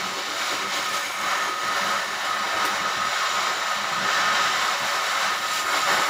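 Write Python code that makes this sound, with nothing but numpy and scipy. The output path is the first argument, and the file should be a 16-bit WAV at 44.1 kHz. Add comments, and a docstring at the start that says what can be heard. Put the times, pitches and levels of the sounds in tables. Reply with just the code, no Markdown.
"""A gas flame roars and an oxygen jet hisses: a torch cuts steel inside an open sheet-metal cabinet.
Flame and jet are gusty noise filtered by the cabinet's resonances; the flame also flutters and puffs.
The jet rings the hollow behind the cut, at times almost whistling, and the slot adds a narrow edge tone.
Random droplet bursts make the steel fizz, and a few larger sparks crackle and die away.
An arm's length away, a phone takes it in without the extreme top."""
import sys
import numpy as np
from scipy import signal
from scipy.fft import rfft, irfft
from scipy.io import wavfile
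from scipy.ndimage import uniform_filter1d, map_coordinates

SR = 44100
rng = np.random.default_rng(int(sys.argv[2]) if len(sys.argv) > 2 else 0)


def bounce(signal):
    """Save signal as a 16-bit WAV file at the path given by the first command-line argument."""
    frames = np.transpose(np.atleast_2d(signal))
    limited = np.clip(frames, -1, 1)
    pcm = np.round(limited * 32767).astype(np.int16)
    wavfile.write(sys.argv[1], SR, pcm)


N = 268877
TIME = np.arange(N) / SR  # s
FREQ = np.arange(N // 2 + 1) * SR / N  # Hz


# Flame roar spectrum. Each row: frequency in Hz, relative density in dB.
FLAME_COLOUR = [(300, -59), (450, -13.5), (600, -4.5), (1100, 0), (1500, -3), (2200, -2.5), (2700, -12),
                (4000, -45), (8000, -60)]
# Unsteady burning. Each row: time in seconds, flutter level in dB.
FLUTTER = [(0.0, -44), (0.49, -42), (0.52, -35.5), (0.71, -45.5), (0.75, -40), (1.17, -50), (1.38, -41.5),
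           (2.43, -45.5), (2.68, -38), (2.94, -46), (3.69, -45.5), (3.72, -54), (4.01, -41), (5.43, -47),
           (5.77, -38), (5.84, -46), (5.98, -35), (6.1, -45)]
# Flutter spectrum. Each row: frequency in Hz, relative density in dB.
FLUTTER_COLOUR = [(30, -35), (55, -26), (85, -11.5), (130, -16), (220, -25), (300, -13), (450, -2.5),
                  (540, 2), (800, -33)]
# Flame puffs that shake the cabinet air. Each row: start in seconds, length in seconds,
# boom level in dB before puff_trim_db.
PUFFS = [(0.03, 0.085, -42.5), (1.65, 0.05, -46), (1.818, 0.073, -41), (1.94, 0.038, -42),
         (2.301, 0.032, -43), (2.405, 0.046, -45), (2.712, 0.038, -47), (2.794, 0.048, -43),
         (2.97, 0.11, -40.5), (3.925, 0.14, -39.5), (4.175, 0.044, -46), (4.242, 0.066, -42),
         (4.323, 0.03, -41), (4.374, 0.043, -44), (4.46, 0.034, -46), (4.558, 0.061, -43),
         (4.817, 0.044, -42), (5.899, 0.094, -42)]
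# Boom spectrum. Each row: frequency in Hz, relative density in dB.
BOOM_COLOUR = [(40, -33), (75, -5), (120, 0), (210, -2), (260, -9), (330, -26), (700, -50)]
PUFF_ATTACK_S, PUFF_RELEASE_S = 0.025, 0.03
RUMBLE_DB, RUMBLE_GUST_DB, RUMBLE_PER_S = -53.5, 3.5, 12  # small puffs between the listed ones


def flame(roar_db, cabinet, roar_trim_db=4.5, puff_trim_db=-2.1):
    """Turbulent burning roars in the cabinet, over an uneven flutter and soft booming puffs."""
    roar = turbulence(cabinet * colour(FLAME_COLOUR), rate=45, gust_db=0.6)
    roar = roar * undb(roar_db + roar_trim_db)

    flutter_db, = curves(FLUTTER)
    flutter = turbulence(cabinet * colour(FLUTTER_COLOUR), rate=16, gust_db=3.0) * undb(flutter_db)

    puffs = swells(PUFFS, PUFF_ATTACK_S, PUFF_RELEASE_S) * undb(puff_trim_db)
    rumble = undb(RUMBLE_DB + RUMBLE_GUST_DB * walk(RUMBLE_PER_S))
    boom = turbulence(cabinet * colour(BOOM_COLOUR), rate=15, gust_db=0.5)
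    boom = boom * np.hypot(puffs, rumble)  # powers add
    return roar + flutter + boom


# Jet hiss spectrum. Each row: frequency in Hz, relative density in dB.
OXYGEN_COLOUR = [(1400, -38.5), (2200, -6), (2700, -3.5), (4300, -4), (5900, -5), (6250, -10.5),
                 (6700, -7.5), (7650, -10.5), (8200, -23), (11000, -26), (13400, -28), (15500, -22.5)]


def oxygen(hiss_db, cabinet, trim_db=0.13):
    """The fast cutting jet hisses through the slot in the steel and echoes off the panels."""
    jet = turbulence(cabinet * colour(OXYGEN_COLOUR), rate=57, gust_db=0.27)
    return panels(jet, echo=0.15, longest_s=0.007, sway_s=0.00005) * undb(hiss_db + trim_db)


# Edge tone of the slot as the torch moves along. Each row: time in seconds, centre in Hz,
# level in dB over the hiss curve before trim_db.
SLOT = [(0, 7060, -27), (.5, 7100, -16), (.65, 6570, -16), (1.1, 6560, -8.5), (2.2, 6580, -19),
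        (2.6, 7050, -31), (3.1, 7000, -16), (3.6, 7030, -13), (4.1, 7300, -25), (4.9, 7400, -19),
        (5.3, 7450, -22), (5.55, 7200, -10), (6.1, 7180, -15)]


def edge_tone(hiss_db, half_width_hz=160, trim_db=0.5):
    """A narrow band of hiss whose pitch follows the changing width of the slot."""
    centre_hz, lift_db = curves(SLOT)
    band = unit(shape(rng.standard_normal(N), 1 / (1 + (FREQ / half_width_hz) ** 2)))
    carrier = np.cos(2 * np.pi * np.cumsum(centre_hz) / SR)
    return unit(band * carrier) * undb(hiss_db + lift_db + trim_db)


# Close pair of the hollow. Each row: frequency in Hz, width in Hz, relative level in dB.
HOLLOW = [(1244, 16, 4), (1263, 11.7, 8.5)]
# Jet on the hollow behind the cut. Each row: time in seconds, level in dB before blow_trim_db.
BLOW = [(0.0, -39), (0.08, -33), (0.13, -42), (0.98, -32), (1.07, -41), (1.29, -32.5), (1.78, -32.5),
        (1.97, -26), (2.02, -37), (2.22, -44), (2.29, -30.5), (2.95, -35), (3.04, -25), (3.07, -30),
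        (4.04, -37), (4.09, -31), (4.57, -33.5), (6.1, -30)]
# Near-whistles of the hollow. Each row: start in seconds, length in seconds,
# level in dB before whistle_trim_db.
WHISTLES = [(1.255, 0.034, -28), (1.32, 0.032, -28), (1.491, 0.03, -29), (1.68, 0.032, -29),
            (1.898, 0.076, -28), (2.3, 0.035, -25.5), (2.572, 0.036, -28.5), (2.7, 0.034, -30),
            (2.853, 0.045, -28.5), (3.007, 0.064, -26), (3.376, 0.036, -29.5), (3.692, 0.042, -30),
            (3.933, 0.048, -28), (4.059, 0.075, -28.5), (4.2, 0.14, -27), (4.398, 0.052, -27),
            (4.473, 0.052, -28.5), (4.685, 0.038, -29), (4.995, 0.03, -29), (5.176, 0.032, -30.5),
            (5.254, 0.068, -29.5), (5.33, 0.034, -28), (5.833, 0.04, -26), (6.016, 0.038, -28)]
# Lower ring of the gap, a close pair. Each row: frequency in Hz, width in Hz, relative level in dB.
GAP_LOWER = [(1751, 18, 1), (1803.5, 26, 2)]
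# Strength of the lower ring. Each row: time in seconds, level in dB before gap_trim_db.
GAP = [(0.0, -45), (1.02, -35.5), (1.12, -44), (1.42, -32), (1.53, -41), (1.65, -36), (4.02, -37.5),
       (4.09, -29.5), (4.8, -36.5), (5.81, -37), (5.89, -30), (6.1, -39)]
# Broad upper ring of the gap. Each row: frequency in Hz, width in Hz, relative level in dB.
GAP_UPPER = [(3820, 380, 0)]
WHISTLE_ATTACK_S, WHISTLE_RELEASE_S = 0.02, 0.019
GAP_UPPER_DB = -8  # over the hiss curve


def hollow(hiss_db, waver_db=2.5, wavers_per_s=11,
           blow_trim_db=-0.5, whistle_trim_db=0.7, gap_trim_db=0.3):
    """The jet rings the hollow and the gap behind the cut; now and then the hollow nearly whistles."""
    blow_db, = curves(BLOW)
    gap_db, = curves(GAP)
    blow = undb(blow_db + blow_trim_db + waver_db * walk(wavers_per_s))
    whistles = swells(WHISTLES, WHISTLE_ATTACK_S, WHISTLE_RELEASE_S) * undb(whistle_trim_db)
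    main = ring(HOLLOW, skirt_hz=65, steadiness=0.81) * np.maximum(blow, whistles)
    lower = ring(GAP_LOWER, skirt_hz=110, steadiness=0.26) * undb(gap_db + gap_trim_db)
    upper = ring(GAP_UPPER, skirt_hz=400, steadiness=0.1) * undb(hiss_db + GAP_UPPER_DB)
    return main + lower + upper


def ring(modes, skirt_hz, steadiness):
    """Gas drives resonances close to a whistle, which evens out their swell."""
    skirt = 1 / (1 + ((FREQ - modes[-1][0]) / skirt_hz) ** 2)
    tone = unit(shape(rng.standard_normal(N), np.sqrt(resonances(modes)) * skirt))
    power = uniform_filter1d(tone ** 2, size=1500)  # over 34 ms
    return unit(tone / power ** (steadiness / 2))


# Jet skimming an edge of the cut. Each row: start in seconds, length in seconds, level in dB,
# centre in Hz, width in Hz.
RUSHES = [(.45, 0.87, -39, 2220, 340), (4.15, 0.32, -30.5, 1490, 380)]
RUSH_ATTACK_S, RUSH_RELEASE_S = 0.11, 0.089


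def rushes():
    """A broad band of noise swells while the jet skims an edge."""
    total = np.zeros(N)
    for start_s, length_s, db, centre_hz, width_hz in RUSHES:
        band = 1 / (1 + (2 * (FREQ - centre_hz) / width_hz) ** 4)
        swell = swells([(start_s, length_s, db)], RUSH_ATTACK_S, RUSH_RELEASE_S)
        total += turbulence(band, rate=45, gust_db=0.2) * swell
    return total


# Droplet fizz spectrum. Each row: frequency in Hz, relative density in dB.
SPATTER_COLOUR = [(1500, -25), (3500, -12), (7400, 2.5), (8300, -0.5), (9400, 2.5), (11000, 1),
                  (12300, -2.5), (13700, -12), (14700, 3), (15500, -3)]


def spatter(fizz_db, per_second=6000, spread_db=1.5, trim_db=1.8):
    """Countless droplets of molten steel burst at random, fewer the larger they are."""
    bursts = rng.random(N) < per_second / SR
    size = undb(spread_db * np.minimum(rng.exponential(size=N), 5))
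    fizz = shape(bursts * size * rng.standard_normal(N), colour(SPATTER_COLOUR))
    return panels(fizz, echo=0.37, longest_s=0.008, sway_s=0.00004) * undb(fizz_db + trim_db)


# Sparks that burst. Each row: start in seconds, initial level in dB, fade time to -60 dB in seconds.
SPARKS = [(2.651, -27, 0.2), (3.695, -43, 0.8), (5.532, -35, 1)]
# Spark spectrum. Each row: frequency in Hz, relative density in dB.
SPARK_COLOUR = [(1000, -22), (3000, 9), (7000, 4), (9000, -0.5), (13000, -2), (15500, 3)]


def sparks(crackle_db=2.0):
    """A larger spark cracks at once and dies away exponentially in a crackle."""
    fade = np.zeros(N)
    for start_s, db, t60_s in SPARKS:
        age_s = np.maximum(TIME - start_s, 0)
        fade += (TIME >= start_s) * undb(db) * np.exp(-np.log(1000) * age_s / t60_s)
    return fade * turbulence(colour(SPARK_COLOUR), rate=1000, gust_db=crackle_db)


def panels(x, echo, longest_s, sway_s, count=8):
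    """Short echoes off the steel panels; their paths shift as the hand moves the torch."""
    out = x
    for lag_s in rng.uniform(longest_s / 10, longest_s, count):
        path_s = lag_s + sway_s * walk(0.8)
        out = out + echo * map_coordinates(x, [(TIME - path_s) * SR], order=3, mode="wrap")
    return unit(out)


def turbulence(gain, rate, gust_db):
    """Gas noise that comes in eddies, filtered by gain."""
    eddies = undb(gust_db * walk(rate))
    return unit(shape(eddies * rng.standard_normal(N), gain))


def walk(rate):
    """Smooth random curve of rms 1 that changes about rate times a second."""
    return unit(shape(rng.standard_normal(N), np.exp(-(FREQ / rate) ** 2)))


def swells(events, attack_s, release_s):
    """Gain of (start, length, dB) events that each rise, hold and fall away; the loudest wins."""
    gains = []
    for start_s, length_s, db in events:
        end_s = start_s + length_s
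        corners_s = [start_s - attack_s, start_s, end_s, end_s + release_s]
        gains.append(undb(db) * np.interp(TIME, corners_s, [0, 1, 1, 0]))
    return np.max(gains, axis=0)


def resonances(modes):
    """Summed power response of (Hz, width in Hz, dB) resonances."""
    return sum(undb(db) ** 2 / (1 + (2 * (FREQ - hz) / width_hz) ** 2) for hz, width_hz, db in modes)


def colour(points):
    """Gain per frequency from (Hz, dB) points, joined on a log frequency axis."""
    hz, db = np.transpose(points)
    return undb(np.interp(np.log(FREQ + 1), np.log(hz), db))


def curves(table):
    """Each column of a time table, sample by sample."""
    s, *columns = np.transpose(table)
    return [np.interp(TIME, s, c) for c in columns]


def shape(x, gain):
    """Filter by a gain per frequency."""
    return irfft(rfft(x) * gain, N)


def unit(x):
    """Scale to rms 1."""
    return x / np.sqrt(np.mean(x ** 2))


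def undb(db):
    """Decibels to gain."""
    return 10 ** (np.asarray(db) / 20)


# Course of the cut. Each row: time in seconds, flame roar in dB, oxygen hiss in dB,
# spatter fizz in dB, all before the surge and each source's trim.
CUT = [(0.0, -32.5, -32.5, -48), (0.1, -37.5, -34, -50), (0.29, -37, -33.5, -52),
       (0.49, -32.5, -29.5, -44.5), (0.66, -37, -35, -50), (0.75, -33, -29.5, -45),
       (0.92, -37.5, -33.5, -44), (0.95, -33, -29.5, -41), (1.14, -37.5, -37.5, -44.5),
       (1.32, -31, -32, -46.5), (1.56, -36, -35.5, -49), (1.82, -30, -31, -45.5), (2.12, -35, -34.5, -49),
       (2.63, -31, -32.5, -49), (2.65, -31, -32, -47), (2.9, -33, -33, -51), (3.23, -31.5, -30.5, -49),
       (4.01, -33.5, -33.5, -52), (4.13, -30, -27, -52), (4.31, -31, -31.5, -52), (4.35, -29.5, -28, -49.5),
       (5.04, -32.5, -31.5, -45.5), (5.28, -29.5, -30, -46), (5.38, -35.5, -34.5, -47),
       (5.59, -33.5, -28, -41), (5.65, -34.5, -35.5, -47), (5.76, -27, -28.5, -39.5),
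       (5.82, -34.5, -29.5, -44), (5.89, -28, -28, -43), (6.1, -29.5, -31, -43)]
# Air and panel resonances of the cabinet. Each row: frequency in Hz, width in Hz,
# resonant power in dB over the direct sound.
CABINET = [(85.5, 6.6, 2.5), (133, 13, 7.5), (206.2, 24, 20), (292.4, 11.8, 22), (349.6, 32, 15),
           (393.2, 7.3, 18.5), (570, 14.7, 12), (656, 5.6, 13.5), (740.5, 28, 9), (795, 5.9, 12),
           (859, 9.5, 8.5), (958, 12, 10.5), (1042, 46, 6.5), (1080.4, 9.2, 12), (1151, 12.5, 11),
           (1304, 12.6, 13), (1367, 40, 10.5), (1434, 7.3, 15), (1492, 15.5, 12), (1563, 120, 6.5),
           (1973, 48, 8.5), (2185, 49, 7), (2585, 52, 3), (3055, 250, 2.5)]
SURGE_DB, SURGES_PER_S = 0.58, 11.3  # the gas flow is never quite even


def scene():
    """Roar, hiss and fizz surge together; the sum reaches both channels alike."""
    roar_db, hiss_db, fizz_db = np.array(curves(CUT)) + SURGE_DB * walk(SURGES_PER_S)
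    cabinet = np.sqrt(1 + resonances(CABINET))
    gas = flame(roar_db, cabinet) + oxygen(hiss_db, cabinet)
    gas = gas + edge_tone(hiss_db) + hollow(hiss_db) + rushes()
    torch = gas + spatter(fizz_db) + sparks()
    return np.array([torch, torch])


TOP_HZ = 15550


def record(dry):
    """The phone cuts the top with a steep low-pass."""
    low_pass = signal.ellip(12, 0.1, 80, TOP_HZ, fs=SR, output="sos")  # ripple, stopband in dB
    return signal.sosfilt(low_pass, dry)


dry = scene()
out = record(dry)
bounce(out)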